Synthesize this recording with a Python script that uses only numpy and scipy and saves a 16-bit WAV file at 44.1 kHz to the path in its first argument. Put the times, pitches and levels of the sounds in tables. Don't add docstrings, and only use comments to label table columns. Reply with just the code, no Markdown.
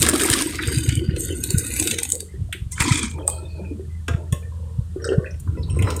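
import sys
import numpy as np
from scipy import signal
from scipy.io import wavfile
from scipy.ndimage import uniform_filter1d, map_coordinates

SR = 44100
rng = np.random.default_rng(int(sys.argv[2]) if len(sys.argv) > 2 else 0)


def waveform_to_disk(signal):
    frames = np.transpose(np.atleast_2d(signal))
    scaled = np.clip(frames, -1, 1) * 32767
    samples = np.round(scaled).astype(np.int16)
    wavfile.write(sys.argv[1], SR, samples)


N = 264600
TIME = np.arange(N) / SR

# (time [s], gurgle level [dB], splash level [dB], spray level [dB])
POUR_CURVES = [
    [(0.0, -22, -33, -28), (0.012, -20.5, -31, -20), (0.024, -23, -30.5, -24), (0.055, -28, -20.5, -25.5),
     (0.078, -22, -28, -32), (0.094, -21, -27, -15), (0.106, -27, -32, -44), (0.122, -29, -31, -41),
     (0.135, -20.5, -23.5, -29), (0.162, -21, -24, -25.5), (0.18, -31, -30, -29),
     (0.205, -29.5, -23, -25.5), (0.255, -22, -26.5, -20.5), (0.272, -32, -25, -28.5),
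     (0.3, -26, -24.5, -25), (0.41, -28.5, -23, -30), (0.44, -31.5, -31, -30), (0.6, -33.5, -34.5, -45),
     (0.73, -30, -30.5, -32), (0.86, -33.5, -39.5, -36), (0.925, -34.5, -37, -45), (0.97, -34.5, -39, -41),
     (1.04, -33.5, -43, -54), (1.13, -33.5, -46, -71), (1.2, -33, -43, -30.5), (1.29, -32.5, -37.5, -39),
     (1.4, -36.5, -44, -37), (1.51, -37, -37.5, -36.5), (1.66, -36.5, -37, -33.5),
     (1.8, -31.5, -34.5, -28.5), (1.91, -30, -31.5, -29), (1.97, -37.5, -40.5, -45),
     (2.13, -44.5, -50, -51), (2.27, -51.5, -70, -57), (2.3, -59, -74, -77)],
    [(2.7, -73, -78, -99), (2.718, -53, -87, -31), (2.772, -80, -44.5, -46), (2.793, -53, -37, -37),
     (2.804, -35, -22, -24), (2.826, -29.5, -28.5, -29), (2.84, -30, -31, -29), (2.876, -24, -23.5, -33),
     (2.9, -33, -27.5, -31), (2.938, -31, -26, -27), (2.968, -41, -26, -28), (2.992, -28, -31.5, -28.5),
     (3.012, -31, -32, -36), (3.034, -33, -27.5, -30), (3.068, -38, -37, -35.5), (3.085, -43, -38, -50),
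     (3.11, -46, -50.5, -40), (3.17, -58, -60, -63)],
]
# (frequency [Hz], density [dB per Hz])
SPLASH_COLOUR = [(710, -10), (1200, -15), (1450, -10.5), (1710, 0.5), (1920, -5), (2320, -2.5),
                 (2690, -3.5), (3720, -2), (4200, -6.5), (4900, -4), (6000, -5.5), (7800, -18),
                 (13200, -120)]
# (frequency [Hz], density [dB per Hz])
DEEP_SPLASH_COLOUR = [(710, -47.5), (1200, -31.5), (1320, -14.5), (1460, 4.5), (1730, -3.5), (2020, 1.5),
                      (2210, -3), (2600, -6.5), (3270, -8), (3900, -7.5), (4280, -7.5), (4650, -1.5),
                      (5070, -3), (5610, -25), (6000, -32), (7800, -37), (13200, -120)]
# (frequency [Hz], density [dB per Hz])
SPRAY_COLOUR = [(3120, -24.5), (5300, -19), (5840, -12.5), (8410, 4.5), (8980, 5), (10500, -5.5),
                (15100, -9), (16000, -46)]
POURING, HANDLING = (0, 3.2), (3.1, 6)


def gain_of(db):
    return 10 ** (np.asarray(db) / 20)


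def evened(x):
    return x / np.sqrt(np.mean(x ** 2) + 1e-20)


def peaked(x, db):
    return gain_of(db) * x / (abs(x).max() + 1e-12)


def steadied(x, size=2600):
    power = uniform_filter1d(uniform_filter1d(x ** 2, size), size)
    floor = np.mean(x ** 2) / 1000
    return x / np.sqrt(abs(power) + floor)


def add(mix, s, sound):
    part = mix[max(round(s * SR), 0):][:len(sound)]
    part += sound[:len(part)]


def level(tables, axis):
    gain = np.zeros(N)
    for rows in map(np.array, tables):
        gain += gain_of(np.interp(TIME, rows[:, 0], rows[:, axis], left=-140, right=-140))
    return uniform_filter1d(gain, size=200)


def swells(rows, axis, rise_s, fall_s):
    power = np.zeros(N)
    for row in rows:
        away = TIME - row[0]
        power += (gain_of(row[axis]) * np.exp(np.minimum(away / rise_s, -away / fall_s))) ** 2
    return np.sqrt(power)


def read(points, hz):
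    f, value = np.transpose(points)
    return np.interp(np.log(hz + 1), np.log(f + 1), value)


def colour(x, points, size=4096):
    db = np.maximum(read(points, abs(np.fft.fftfreq(size, 1 / SR))), -100)
    spectrum = np.exp(np.conj(signal.hilbert(np.log(gain_of(db)))))
    taps = np.fft.ifft(spectrum).real
    return signal.fftconvolve(x, taps[:size // 2])[:len(x)]


def band(x, low_hz, high_hz, order=3):
    low_hz = np.clip(low_hz, 20, SR / 4)
    high_hz = np.clip(high_hz, low_hz + 20, SR / 2 - 20)
    return signal.sosfilt(signal.butter(order, [low_hz, high_hz], "band", fs=SR, output="sos"), x)


def resonate(x, hz, width):
    turn = np.exp(2j * np.pi * np.cumsum(hz) / SR)
    r = np.exp(-np.pi * width / SR)
    return 2 * (turn * signal.lfilter([(1 - r) ** 2], [1, -2 * r, r * r], x / turn + 1e-18)).real


def clicks(per_s, spread_db):
    chance, size, sign = rng.random(N), rng.exponential(1, N), rng.choice([-1, 1], N)
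    return (chance < per_s / SR) * sign * gain_of(spread_db * np.minimum(size, 4))


def burst(t, decay, rise):
    return rng.standard_normal(len(t)) * np.exp(-t / decay) * (1 - np.exp(-t / rise)) ** 2


def bubbles(span, low_hz, high_hz, per_s, cycles, rise, spread_db):
    births = clicks(per_s, spread_db)
    pitch = low_hz * (high_hz / low_hz) ** rng.random(N)
    out = np.zeros(N)
    for i in np.flatnonzero(births * (TIME > span[0]) * (TIME < span[1])):
        turns = TIME[:int(5 * cycles / pitch[i] * SR)] * pitch[i]
        swell = np.exp(-turns / cycles) * (1 - np.exp(-turns))
        ring = np.sin(2 * np.pi * turns * (1 + rise * turns / cycles)) * swell
        add(out, TIME[i], births[i] * pitch[i] * ring)
    return evened(out) * np.sqrt((span[1] - span[0]) / TIME[-1])


def echoed(x, wet_db):
    # (frequency [Hz], time to fall 60 dB [s])
    echo_times = [(200, 0.28), (500, 0.37), (1500, 0.19), (3000, 0.24), (8000, 0.28), (16000, 0.33)]
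    n = SR // 2
    taps = rng.choice([-1., 1.], n) * (rng.random(n) < 3000 / SR) * (np.arange(n) > SR * .002)
    hz, t, z = signal.stft(taps, SR, nperseg=256)
    fade = gain_of(-60 * t / read(echo_times, hz)[:, None])
    tail = signal.istft(z * fade, SR, nperseg=256)[1]
    return x + gain_of(wet_db) * signal.fftconvolve(x, tail / np.linalg.norm(tail))[:N]


def background():
    # (time [s], level [dB])
    motor_curve = [(0, -40), (2.7, -40), (3.1, -32.5), (4.5, -30), (5.5, -34), (6, -25)]
    # (frequency [Hz], density [dB per Hz])
    air_colour = [(88, -9.5), (150, -10), (190, -10), (240, -51), (291, -26), (383, -60.5), (448, -20.5),
                  (649, -32), (1170, -25), (2140, -33), (3160, -27.5), (5680, -32.5), (8560, -26),
                  (15100, -43), (16000, -55)]
    motor_hz, whine_hz, whine_db, air_db = 81.6, 183, -52.5, -55.5
    s, db = np.transpose(motor_curve)
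    waver = evened(np.interp(TIME, np.linspace(0, TIME[-1], 60), rng.standard_normal(60)))
    turns = np.cumsum(motor_hz * (1 + 0.0075 * waver)) / SR
    hum = evened(np.sin(2 * np.pi * turns)) * gain_of(np.interp(TIME, s, db) + 0.29 * waver)
    whine = gain_of(whine_db) * evened(np.sin(2 * np.pi * whine_hz * TIME))
    air = gain_of(air_db) * evened(colour(rng.standard_normal(N), air_colour))
    return hum + whine + air


def wind():
    # (time [s], level [dB])
    rumble_curve = [(0, -28.5), (.2, -49.5), (.6, -43.5), (.75, -35.5), (1.9, -41.5), (2.05, -50.5),
                    (2.27, -57.5), (2.4, -34), (2.55, -49), (2.85, -39), (3.45, -46), (4.2, -45),
                    (5.25, -44), (5.82, -30), (6, -47.5)]
    # (frequency [Hz], density [dB per Hz])
    rumble_colour = [(20, -5), (38, -24), (60, 3.5), (100, -1), (150, -6.5), (220, -22.5), (400, -34),
                     (800, -57.5)]
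    # (time [s], level [dB], length scale [cycles])
    gusts = [(0.311, -13.5, 0.32), (0.683, -13, 0.43), (0.777, -9.5, 0.34), (0.889, -10, 0.44),
             (0.927, -14, 0.37), (0.98, -10.5, 0.44), (1.09, -6.5, 0.26), (1.142, -16.5, 0.29),
             (1.546, -5.5, 0.25), (1.573, -13, 0.49), (2.42, -15.5, 0.42), (2.624, -17, 0.26),
             (2.667, -17, 0.22), (2.81, -12, 0.16), (2.917, -6, 0.39), (4.113, -15, 0.37),
             (4.149, -10, 0.28), (4.33, -7.5, 0.34), (4.792, -10, 0.34), (4.819, -20, 0.6),
             (5.184, -4.5, 0.32), (5.496, -14, 0.57), (5.735, -12.5, 0.46), (5.801, -14, 1),
             (5.843, -12.5, 1)]
    lumps_db = 1.5
    eddy_hz, eddy_hz_per_db = 143.6, 3.5
    lumps = gain_of(lumps_db * evened(uniform_filter1d(rng.standard_normal(N), size=2000)))
    rumble = steadied(lumps * colour(rng.standard_normal(N), rumble_colour), size=5000)
    out = gain_of(9.0) * level([rumble_curve], axis=1) * rumble
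    t = np.arange(-SR // 32, SR // 32) / SR
    for s, db, cycles in gusts:
        hz = eddy_hz + eddy_hz_per_db * db
        swell = 1 / np.cosh(t * hz / cycles) * signal.windows.tukey(len(t), .5)
        push = np.cos(2 * np.pi * hz * t + 0.55 * rng.standard_normal())
        add(out, s + t[0], -gain_of(db + 2.0) * swell * push)
    return band(out, low_hz=28.93, high_hz=1990, order=2)


def whistles():
    # (start [s], length [s], level [dB], frequency [Hz], width [Hz])
    whistle_tones = [(2.282, 0.054, -61, 2020, 129), (2.325, 0.043, -58, 1850, 150),
                     (2.719, 0.041, -54, 2040, 90), (2.72, 0.079, -56, 990, 90),
                     (3.07, 0.12, -53, 2350, 120), (3.137, 0.077, -53, 930, 90),
                     (3.189, 0.041, -52.5, 3210, 130), (3.227, .36, -55, 2513, 60),
                     (3.305, 0.1, -54, 4330, 500), (3.42, 0.066, -67, 3650, 300),
                     (3.479, 0.13, -60, 4380, 424), (3.578, .16, -57, 2450, 70),
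                     (3.634, 0.027, -58, 1500, 201), (3.894, .09, -61, 2005, 70),
                     (4.415, 0.07, -50.5, 500, 111), (4.52, 0.3, -53.5, 494, 78),
                     (4.555, 0.27, -61.5, 970, 160), (4.96, 0.062, -59, 1210, 70),
                     (5.184, 0.06, -50, 1137, 100), (5.294, 0.034, -57, 2530, 140),
                     (5.575, 0.08, -62, 5230, 200)]
    edge_s, flutter_db = 0.0062, -2
    out = np.zeros(N)
    for s, length, db, hz, width in whistle_tones:
        t = TIME[:int(length * SR)]
        tone = band(rng.standard_normal(SR), hz - width / 2, hz + width / 2, order=2)[-len(t):]
        flutter = gain_of(flutter_db * evened(uniform_filter1d(rng.standard_normal(SR), size=500)))[:len(t)]
        edges = np.minimum(np.minimum(t, length - t) / edge_s, 1)
        add(out, s, gain_of(db) * evened(tone * flutter * edges))
    return echoed(out, wet_db=-6)


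def simmer():
    seethe = bubbles(HANDLING, 422, 1900, per_s=320, cycles=17, rise=0.0031, spread_db=3.5)
    return gain_of(-68.5) * echoed(seethe, wet_db=-22)


def in_bucket(x):
    # (frequency [Hz], width [Hz], level [dB])
    bucket_modes = [(483, 74, -5.5), (1023, 59, 11), (1390, 96, 13), (2595, 120, 3.5), (3200, 46, -10),
                    (3900, 160, -16), (5260, 180, 5), (5650, 260, 5), (6790, 140, 15)]
    at_bucket_s = 4
    inside = echoed(x * (TIME > at_bucket_s), wet_db=-6.5)
    ring = sum(gain_of(db) * band(inside, hz - width / 2, hz + width / 2, order=1)
               for hz, width, db in bucket_modes)
    return x + gain_of(-7.0) * ring


def pings():
    # (time [s], peak level [dB], frequency [Hz], decay time [s])
    ping_tones = [(2.49, -43.5, 657, 0.0093), (2.72, -48, 3480, 0.0096), (2.754, -51, 3520, 0.016),
                  (2.758, -42, 3080, 0.02), (3.278, -6.5, 8270, 0.0018), (3.312, -41, 3190, 0.016),
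                  (3.382, -43.5, 1344, 0.032), (3.452, -44, 3610, 0.01), (3.65, -42, 2517, 0.014),
                  (4.087, -26.5, 458.6, 0.017), (4.428, -47.5, 2400, 0.0064), (4.428, -50, 1790, 0.014),
                  (4.452, -45, 1820, 0.016), (5.019, -43, 5630, .04), (5.045, -42.5, 3810, .035),
                  (5.049, -24.5, 8060, 0.0044), (5.551, -44.5, 1383, 0.025), (5.571, -44, 976, 0.025),
                  (5.571, -51, 2610, 0.01), (5.572, -50, 1995, 0.008), (5.703, -53, 2740, 0.03),
                  (5.7, -47, 5540, .025), (5.698, -33.5, 8550, 0.033), (5.76, -33, 8460, 0.02),
                  (5.762, -41.5, 1043, 0.057)]
    out, t = np.zeros(N), np.arange(SR // 2) / SR
    for s, db, hz, decay in ping_tones:
        width = 14 + 0.016 * hz
        tone = evened(band(rng.standard_normal(SR), hz - width / 2, hz + width / 2, order=2))[-len(t):]
        add(out, s, peaked(tone * np.exp(-t / decay) * (1 - np.exp(-t / 0.000844)), db))
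    return echoed(out, wet_db=-6)


def blows():
    # (time [s], peak level [dB], share of the basin in the ring [0-1])
    hits = [(4.082, -19, 0.13), (4.106, -35, 0), (4.123, -38, 0.1), (4.138, -34, 0.15), (4.157, -42, 0.1),
            (4.327, -25.5, 1), (4.353, -38, 0.64), (4.375, -41, 0.84)]
    # (frequency [Hz], level [dB], time to fall 60 dB [s])
    jug_modes = [(427, -13, 0.093), (685, -16, 0.38), (1230, -1, 0.081), (1615, 1.5, 0.091),
                 (2390, 0, 0.061), (2710, -8, 0.13), (3400, -3, 0.063), (3680, -22, 0.2)]
    # (frequency [Hz], level [dB], time to fall 60 dB [s])
    basin_modes = [(608, -1, .16), (1072, 5.5, 0.12), (1760, 6.5, 0.056), (2050, -6, 0.11),
                   (2590, -16, 0.13), (3000, -13, 0.21), (3460, -5.5, 0.11), (3740, -19, 0.22)]
    spread_db, detune_share = 3, 0.004
    out, t = np.zeros(N), TIME[:SR // 3]
    for s, peak_db, basin in hits:
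        ring = np.zeros(len(t))
        for modes, share in [(jug_modes, 1 - basin), (basin_modes, basin)]:
            spots = rng.standard_normal((len(modes), 2))
            for (hz, db, t60), (spot, detune) in zip(modes, spots):
                decay = np.exp(-np.log(1000) * t / t60) * np.sign(spot)
                tone = np.sin(2 * np.pi * hz * (1 + detune_share * detune) * t)
                ring += share * gain_of(db + spread_db * spot) * decay * tone
        add(out, s, peaked(ring, peak_db))
    return echoed(out, wet_db=-9)


def knocks():
    # (time [s], level [dB], lowest frequency [Hz], highest frequency [Hz], bright tick level [dB])
    knock_list = [(0.066, -12, 1050, 1990, -40), (0.0866, -14.5, 1120, 1760, -45),
                  (0.207, -14.5, 1430, 1870, -45), (0.2425, -15.5, 1820, 2640, -45),
                  (0.282, -16, 1150, 1680, -45), (0.332, -9, 1300, 1970, -45),
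                  (0.589, -12, 1260, 2270, -45), (0.633, -12, 1450, 3740, -50),
                  (0.681, -20.5, 1350, 2430, -50), (0.893, -21.5, 1480, 2270, -50),
                  (1.0926, -28.5, 1440, 2200, -65), (1.161, -27, 1370, 3930, -45),
                  (1.29, -26, 1450, 2099, -55), (1.437, -20.5, 3500, 4300, -45),
                  (1.488, -30, 3770, 4050, -50), (1.503, -30, 3760, 4200, -45),
                  (2.526, -12, 1540, 3450, -19), (2.778, -15.5, 1280, 2260, -40),
                  (2.804, -9, 1900, 2680, -26), (2.821, -8, 930, 2430, -11),
                  (2.906, -13.5, 1810, 2280, -36), (2.922, -23, 920, 1600, -40),
                  (3.031, -24, 920, 1350, -51), (3.183, -25.5, 296, 1430, -44),
                  (3.205, -32, 450, 1390, -58), (3.335, -33, 520, 1100, -60), (3.278, -17, 600, 1170, -28),
                  (4.081, -16, 890, 3470, -25), (4.082, -26, 5000, 7700, -43),
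                  (4.083, -18.5, 218, 495, -58), (4.108, -27.5, 250, 1300, -54),
                  (4.135, -28.5, 900, 2680, -48), (4.324, -23.5, 2560, 3640, -17.5),
                  (4.325, -27, 5530, 13500, -42), (4.329, -23, 230, 600, -54),
                  (4.361, -45, 2380, 3740, -52), (4.518, -43, 940, 1130, -71),
                  (4.997, -38, 1540, 1900, -70), (5.042, -23.5, 1230, 1750, -31),
                  (5.042, -23, 4400, 6150, -50), (5.074, -28, 1370, 1820, -55),
                  (5.072, -32, 4200, 7000, -40), (5.088, -21.5, 2710, 3120, -55),
                  (5.117, -27.5, 1290, 1800, -51), (5.142, -32, 1380, 1710, -58),
                  (5.243, -24.5, 1480, 1940, -51), (5.255, -30.5, 2450, 2665, -62),
                  (5.269, -27, 1610, 2030, -59), (5.273, -41, 2360, 2650, -62),
                  (5.34, -44, 1900, 2800, -65), (5.308, -38.5, 5300, 6300, -50),
                  (5.399, -57, 1980, 5000, -29.5), (5.474, -33, 840, 1530, -58),
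                  (5.465, -25.5, 172, 327, -69), (5.572, -22, 278, 550, -60), (5.63, -29, 3640, 4540, -52),
                  (5.682, -39.5, 850, 1070, -50), (5.696, -32, 2600, 3120, -40),
                  (5.763, -35, 277, 800, -46), (5.824, -23.5, 300, 690, -60),
                  (5.789, -20.5, 1870, 2610, -25.5), (5.798, -35, 330, 750, -60),
                  (5.858, -26, 350, 900, -60), (5.823, -20.5, 1900, 3180, -18.5),
                  (5.872, -18, 850, 2160, -49), (5.89, -25, 400, 1390, -52),
                  (5.903, -19.5, 2290, 5800, -20), (5.964, -39, 6550, 7440, -17.5),
                  (5.99, -30, 3850, 4150, -32)]
    decay_s, tail_share, tail_s = 0.0055, 0.17, 0.026
    out, t = np.zeros(N), np.arange(SR // 4) / SR
    for s, db, low_hz, high_hz, tick_db in knock_list:
        thump = burst(t, decay_s, rise=0.001) + tail_share * burst(t, tail_s, rise=0.003)
        blow = band(thump, low_hz, high_hz, order=4)
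        tick = colour(burst(t, decay_s * 0.87, rise=0.0011), SPRAY_COLOUR)
        add(out, s - .001, peaked(blow, db) + peaked(tick, tick_db))
    return in_bucket(echoed(0.63 * out, wet_db=-8))


def rubs():
    # (time of the height [s], hollow body level [dB], rasp level [dB])
    rub_strokes = [
        [(3.2, -34, -39.5), (3.29, -46, -37), (3.36, -56, -41), (2.9, -36.5, -54), (3.43, -41.5, -43.5),
         (3.6, -38, -39.5), (3.72, -35, -63), (4.2, -40, -42)],
        [(4.99, -65, -62), (5.06, -30, -39.5), (5.125, -22.5, -29.5), (5.21, -27, -41), (5.27, -39, -39),
         (5.33, -57, -50)],
        [(5.49, -71, -69), (5.56, -36.5, -60), (5.69, -58, -54), (5.8, -29, -44), (5.89, -41, -28.5),
         (5.97, -37, -42)],
    ]
    # (rise time [s], fall time [s])
    stroke_times = [(0.031, 0.0477), (0.034, 0.024), (0.049, 0.086)]
    # (frequency [Hz], density [dB per Hz])
    carry_colour = [(120, -17), (200, 6), (400, 11.5), (620, 2.5), (760, -15), (900, -0.5), (1130, -35.5),
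                    (1350, -17.5), (1700, -44), (2200, -46.5), (4840, -100)]
    # (frequency [Hz], density [dB per Hz])
    dip_colour = [(120, -26), (200, 24), (440, 15.5), (708, -13), (1030, -6.5), (1360, -10.5), (1600, -21),
                  (2000, -11), (2550, -18.5), (3100, -15), (3470, -39), (3950, -9.5), (4400, -36),
                  (5170, -19), (7150, -40), (8400, -10), (9550, -42), (15000, -31)]
    # (frequency [Hz], width [Hz], level [dB], pitch rise [octaves per s])
    drag_modes = [(407, 62, -5.5, 0.73), (469, 52, -1, 0.9), (568, 35, -6.5, 0.24), (1230, 230, -28, -0.8),
                  (1476, 45, -12, 0.19), (1818, 48, -13.5, -0.016), (3060, 330, -35, 0.18),
                  (4440, 180, -36, 0), (5430, 690, -45, 0), (8350, 570, -41, 0.11)]
    drag_middle_s, drag_half_s = 5.12, 0.2
    slips = clicks(650, 6.7)
    travel = np.clip(TIME - drag_middle_s, -drag_half_s, drag_half_s)
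    drag = sum(gain_of(db) * resonate(slips, hz * 2 ** (rise * travel), 1.15 * width)
               for hz, width, db, rise in drag_modes)
    slop = bubbles(HANDLING, 271.6, 1840, per_s=650, cycles=5.7, rise=0.01, spread_db=2.0)
    dip = evened(clicks(1100, 4.2))
    dip += 0.5 * bubbles(HANDLING, 279.2, 5160, per_s=1100, cycles=9.8, rise=0.014, spread_db=2.5)
    sounds = [colour(slop, carry_colour), drag, in_bucket(colour(dip, dip_colour))]
    out = np.zeros(N)
    for rows, x, (rise_s, fall_s) in zip(rub_strokes, sounds, stroke_times):
        x = echoed(x, wet_db=-7.0)
        body = steadied(band(x, 121.4, 452, order=4), size=1600)
        rasp = steadied(band(x, 530, 17000, order=5), size=1600)
        out += swells(rows, 1, rise_s, fall_s) * body + swells(rows, 2, rise_s, fall_s) * rasp
    return out


def glugs():
    # (time [s], peak level [dB], frequency [Hz])
    glug_tones = [(0.082, -27.5, 405), (0.086, -23.5, 590), (0.127, -24, 367), (.134, -21, 615),
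                  (0.143, -14.5, 327), (.149, -30, 715), (.16, -29, 800), (0.231, -17.5, 361),
                  (0.251, -16, 343), (.252, -26.5, 736), (.256, -24.5, 920), (0.365, -23, 378),
                  (0.41, -21.5, 298), (.46, -19, 323), (1.016, -20.5, 331), (1.05, -33.5, 355),
                  (1.109, -25, 350), (1.17, -22, 354), (1.2, -22.5, 335), (1.304, -20.5, 346),
                  (1.33, -21.5, 346), (1.509, -24.5, 365), (1.816, -21.5, 298), (1.822, -32, 695),
                  (1.936, -24, 446), (2.133, -30.5, 450), (2.146, -32.5, 480), (2.16, -28.5, 470),
                  (2.02, -36, 855), (2.054, -37.5, 840), (2.227, -31.5, 413), (2.34, -33.5, 374),
                  (2.548, -34, 353), (2.817, -21.5, 960), (2.853, -22, 1010), (2.872, -19, 250),
                  (2.907, -25.5, 945), (2.941, -22, 288), (3.034, -20, 221.5), (3.252, -28, 560),
                  (3.613, -26.5, 180), (3.712, -25.5, 285), (3.751, -28.5, 209), (3.795, -25, 373),
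                  (4.961, -19.5, 363), (5.066, -28, 496), (5.088, -16.5, 434), (5.103, -15.5, 392),
                  (5.119, -10, 413), (5.14, -20, 543), (5.197, -25, 470), (5.768, -24.5, 446),
                  (5.886, -35, 475)]
    cycles, rise = 2.48, 0.0052
    out = np.zeros(N)
    for s, db, hz in glug_tones:
        decay = cycles / hz
        t = np.arange(int(6 * decay * SR)) / SR
        tone = np.sin(2 * np.pi * hz * t * (1 + rise * t / decay))
        add(out, s, peaked(tone * np.exp(-t / decay) * (1 - np.exp(-t * hz)), db))
    return echoed(out, wet_db=-6.0)


def depth():
    # (time [s], share of the sound that passes the pot's resonances [0-1])
    depth_curve = [(0, 0.2), (.42, 0.25), (.6, 0.51), (1.1, 1), (1.7, 0.85), (2.1, 1), (2.75, 0.059),
                   (3.1, 0.31)]
    return np.interp(TIME, *np.transpose(depth_curve))


def potted(x):
    # (frequency [Hz], width [Hz], level [dB])
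    pot_modes = [(910, 28, 12), (1508, 145, -0.5), (1628, 16, -38.5), (1900, 68, -4.5), (2038, 54, 2),
                 (2546, 66, 5), (2645, 120, -1.5), (3060, 260, 3), (3810, 490, 8), (4730, 80, -12.5),
                 (5240, 44, -16), (6515, 360, 11.5), (7080, 470, -8.5), (7040, 350, -7.5), (8180, 820, 3),
                 (9230, 1100, -6), (10820, 230, -4.5), (12300, 300, 2)]
    ring = sum(gain_of(db) * band(x, hz - width / 2, hz + width / 2, order=1) for hz, width, db in pot_modes)
    return (1 - depth()) * x + depth() * ring


def off_the_wall(x, delay, share, count=32):
    wander = np.interp(TIME, np.linspace(0, TIME[-1], count), rng.uniform(-1.57, 1, count))
    bounce = map_coordinates(x, [(TIME - delay * (1 + 0.11 * wander)) * SR], order=3)
    return x + share * depth() * bounce


def drifting(x):
    # (time of the height [s], half length [s], frequency [Hz], boost [dB])
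    hollows = [(0.64, 0.035, 3600, 11), (0.77, 0.11, 4800, 10.5), (0.81, 0.092, 3700, 7),
               (0.9, 0.081, 2280, 10), (0.98, 0.19, 2950, 13.5), (1.01, 0.16, 4650, 10),
               (1.06, 0.12, 3930, -40), (1.17, 0.034, 4130, 22.5), (1.32, 0.027, 3050, 21.5),
               (1.34, 0.085, 3980, -45.5), (1.33, 0.11, 2350, -13.5), (1.5, 0.034, 4400, 8.5),
               (1.63, 0.16, 3220, -44), (1.58, 0.03, 3300, -14), (1.56, 0.033, 5500, -12),
               (1.68, 0.1, 4300, 7), (1.72, 0.13, 2520, 9.5), (2.24, .08, 4560, 19), (.25, .25, 1530, 2.5),
               (.25, 0.61, 950, -7.5), (2.955, 0.29, 663, -19), (3.047, 0.22, 2370, 11),
               (3.02, 0.23, 2780, -9), (3.03, 0.16, 3340, 8.5)]
    half_width_hz, sag_per_s = 205, 0.09
    patchy_db = 4.2
    hz, t, z = signal.stft(x, SR, nperseg=1024, noverlap=768)
    patches = uniform_filter1d(rng.standard_normal(z.shape), size=4, axis=0)
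    patches = evened(uniform_filter1d(patches, size=12, axis=1))
    boost_db = np.interp(t, TIME, depth()) * (patchy_db * patches - 1.66)
    for s, length, centre_hz, db in hollows:
        away = (hz[:, None] - centre_hz * (1 - sag_per_s * (t - s))) / half_width_hz
        boost_db += db * np.exp(-np.minimum(((t - s) / length) ** 2 + away ** 2, 30))
    return signal.istft(z * gain_of(boost_db), SR, nperseg=1024, noverlap=768)[1][:N]


def patter():
    flurries = gain_of(5.3 * evened(uniform_filter1d(rng.standard_normal(N), size=220)))
    cracks = evened(band(clicks(900, 5.3), 1400, 5600, order=2))
    trapped = bubbles(POURING, 1530, 5200, per_s=300, cycles=22, rise=0.003, spread_db=7)
    grains = steadied(flurries * cracks + 0.58 * trapped)
    deep_grains = evened(colour(potted(grains), DEEP_SPLASH_COLOUR))
    grains = (1 - depth()) * grains + depth() * deep_grains
    return gain_of(-6) * echoed(grains * level(POUR_CURVES, axis=2), wet_db=-13.5)


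def splats():
    # (time [s], level [dB], size [0-1])
    drops = [(.0151, 4.5, 0.64), (0.0271, 1.5, 0.89), (0.0647, -3, 0.8), (0.0878, 1.5, 0.7),
             (0.0967, 1.5, 0.6), (0.1594, -9, 0.94), (0.219, -3, 0.7), (0.236, 0.5, 0.6),
             (0.3007, 4.5, 0.67), (0.329, -5.5, 0.85), (0.3368, 2, 0.79), (0.389, -6, 0.8),
             (0.422, -2, 0.7), (0.5557, -16, 0.88), (0.6751, -6, 0.05), (0.7481, -13, .15),
             (0.7848, -5.5, 0.1), (0.8789, -25, 1), (0.8906, -12, 0.81), (0.924, -20, 1),
             (0.9544, -8, 0.53), (1.164, -20.5, 1), (1.2072, -7, 0.04), (1.25, -8.5, 0), (1.4389, 1.5, 0.5),
             (1.506, -3, 0.59), (1.537, -18, 0.2), (1.584, 3.5, 0.08), (1.668, -7, 0.54),
             (1.739, -3.5, 0.3), (1.764, -9.5, 0.72), (1.7988, 4.5, 0.57), (1.8154, -11, 0),
             (1.826, -7, 0.79), (1.8742, 0, 0.76), (1.9122, -4.5, 0.8), (1.919, -14, 0.56),
             (1.942, -15, 0.8), (1.9866, -7.5, 0.98), (2.002, -12, 0.5), (2.0324, -0.5, 0.59),
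             (2.052, -14, 0.86), (2.091, -10, 0.3), (2.1025, -5.5, 0.33), (2.121, 6, 0.03),
             (2.154, -7, 0.17), (2.205, -9, 0.52), (2.7216, -9, 0.2), (2.8042, -5, 0.8),
             (2.882, -14.5, 0.9), (2.923, -9, 1), (2.945, -11, 0.73), (2.992, -17, 1), (3.033, -28, 0.7),
             (3.083, -30, 0.9), (3.1134, -24, 0.76), (3.2785, 2.5, 0.4), (3.3, -6.5, 0.4)]
    # (frequency [Hz], density [dB per Hz])
    snap_colour = [(2500, -37), (5000, -19), (6500, -20), (7500, -2.5), (8200, -4), (8900, -2),
                   (10000, -10.5), (12000, -19.5), (14500, -19.5), (16000, -28)]
    small_s, big_s = 0.00031, 0.0033
    small_body_db, big_body_db = -40, 7.5
    spatter_share, spatter_rise_s, spatter_fall_s = 0.1, 0.0043, 0.013
    froth_share, froth_rise_s, froth_fall_s = 0.048, 0.0083, 0.0073
    out, froth, t = np.zeros(N), np.zeros(N), np.arange(-SR // 50, SR // 20) / SR
    spatter = spatter_share * np.exp(np.minimum(t / spatter_rise_s, -t / spatter_fall_s))
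    froth_swell = np.exp(np.minimum(t / froth_rise_s, -t / froth_fall_s))
    for s, drop_db, size in drops:
        decay = small_s * (big_s / small_s) ** size
        body_db = min(small_body_db + (big_body_db - small_body_db) * size, 0)
        body = (SPLASH_COLOUR, drop_db + body_db - 1, decay * 2.05)
        snap = (snap_colour, drop_db - .5, decay)
        for shape, db, life in [body, snap]:
            swell = np.exp(-abs(t) / np.where(t < 0, life * 0.24, life)) + spatter
            add(out, s + t[0], peaked(colour(rng.standard_normal(len(t)) * swell, shape), db))
        add(froth, s + t[0], froth_share * size * gain_of(drop_db) * froth_swell)
    fizz = bubbles(POURING, 1586, 5096, per_s=550, cycles=25, rise=0.0091, spread_db=6.0)
    out += froth * steadied(fizz, size=600)
    return echoed(0.2 * out + 0.35 * potted(out), wet_db=-10.0)


def pour():
    # (frequency [Hz], density [dB per Hz])
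    gurgle_colour = [(120, -37), (200, -3), (322, 5.5), (375, 1), (503, -10), (541, -13), (592, -17.5),
                     (700, -53), (910, -58), (1540, -120)]
    # (frequency [Hz], density [dB per Hz])
    slap_colour = [(320, -7.5), (550, -6.5), (836, -17), (951, -1), (1040, -7.5), (1400, -5.5),
                   (1820, -22.5), (3080, -120)]
    slap_db, slap_depth_db = 0.5, -25
    deep = depth()
    surge = evened(uniform_filter1d(rng.standard_normal(N), size=400))
    clumps = gain_of((3.0 - 0.88 * deep) * surge)
    spray_clumps = gain_of((4.0 - 0.496 * deep) * surge)
    gush = (1 - deep) * evened(clicks(9000, 0.99))

    gurgle = bubbles(POURING, 208.0, 525, per_s=190, cycles=1.64, rise=0.022, spread_db=3.0)
    slap = bubbles(POURING, 645, 1320, per_s=280, cycles=5.1, rise=0.0096, spread_db=7.5) + 3 * gush

    splash = bubbles(POURING, 1291.0, 5573, per_s=2400, cycles=20.2, rise=0.0063, spread_db=2.0)
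    splash += 0.31 * evened(clicks(6000, 1.2)) + 1.7 * gush
    shallow_splash = evened(colour(splash, SPLASH_COLOUR))
    deep_splash = evened(colour(potted(splash), DEEP_SPLASH_COLOUR))
    splash = (1 - deep) * shallow_splash + deep * deep_splash

    spray = evened(clicks(per_s=4200, spread_db=4.5)) + 1.5 * gush
    spray += 0.67 * bubbles(POURING, 5500, 14040, per_s=400, cycles=40, rise=0.0014, spread_db=4.5)
    far_pot = np.interp(TIME, [2.4, 2.6], [0, 1])
    spray = (1 - far_pot) * spray + far_pot * band(spray, 1900, 7600)

    gurgling, splashing, spraying = (level(POUR_CURVES, axis=k + 1) for k in range(3))
    parts = [(colour(gurgle, gurgle_colour), gurgling),
             (colour(slap * clumps, slap_colour), gain_of(slap_db + slap_depth_db * deep) * splashing),
             (splash * clumps, gain_of(-5.5) * splashing),
             (colour(potted(spray * spray_clumps), SPRAY_COLOUR), gain_of(0.5) * spraying)]
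    out = np.zeros(N)
    for x, gain in parts:
        out += gain * steadied(off_the_wall(echoed(x, wet_db=-8.0), delay=0.00131, share=0.39))
    return out


def scene():
    poured = drifting(pour() + splats() + patter()) + glugs() + simmer()
    handled = rubs() + knocks() + blows() + pings()
    around = whistles() + wind() + background()
    return (poured + handled + around)[None]


def record(dry):
    edge_hz = 16150
    low_pass = signal.firwin(511, edge_hz, window=("kaiser", 9), fs=SR)
    return signal.oaconvolve(np.clip(dry, -1, 1), low_pass[None], "same")


dry = scene()
out = record(dry)
waveform_to_disk(out)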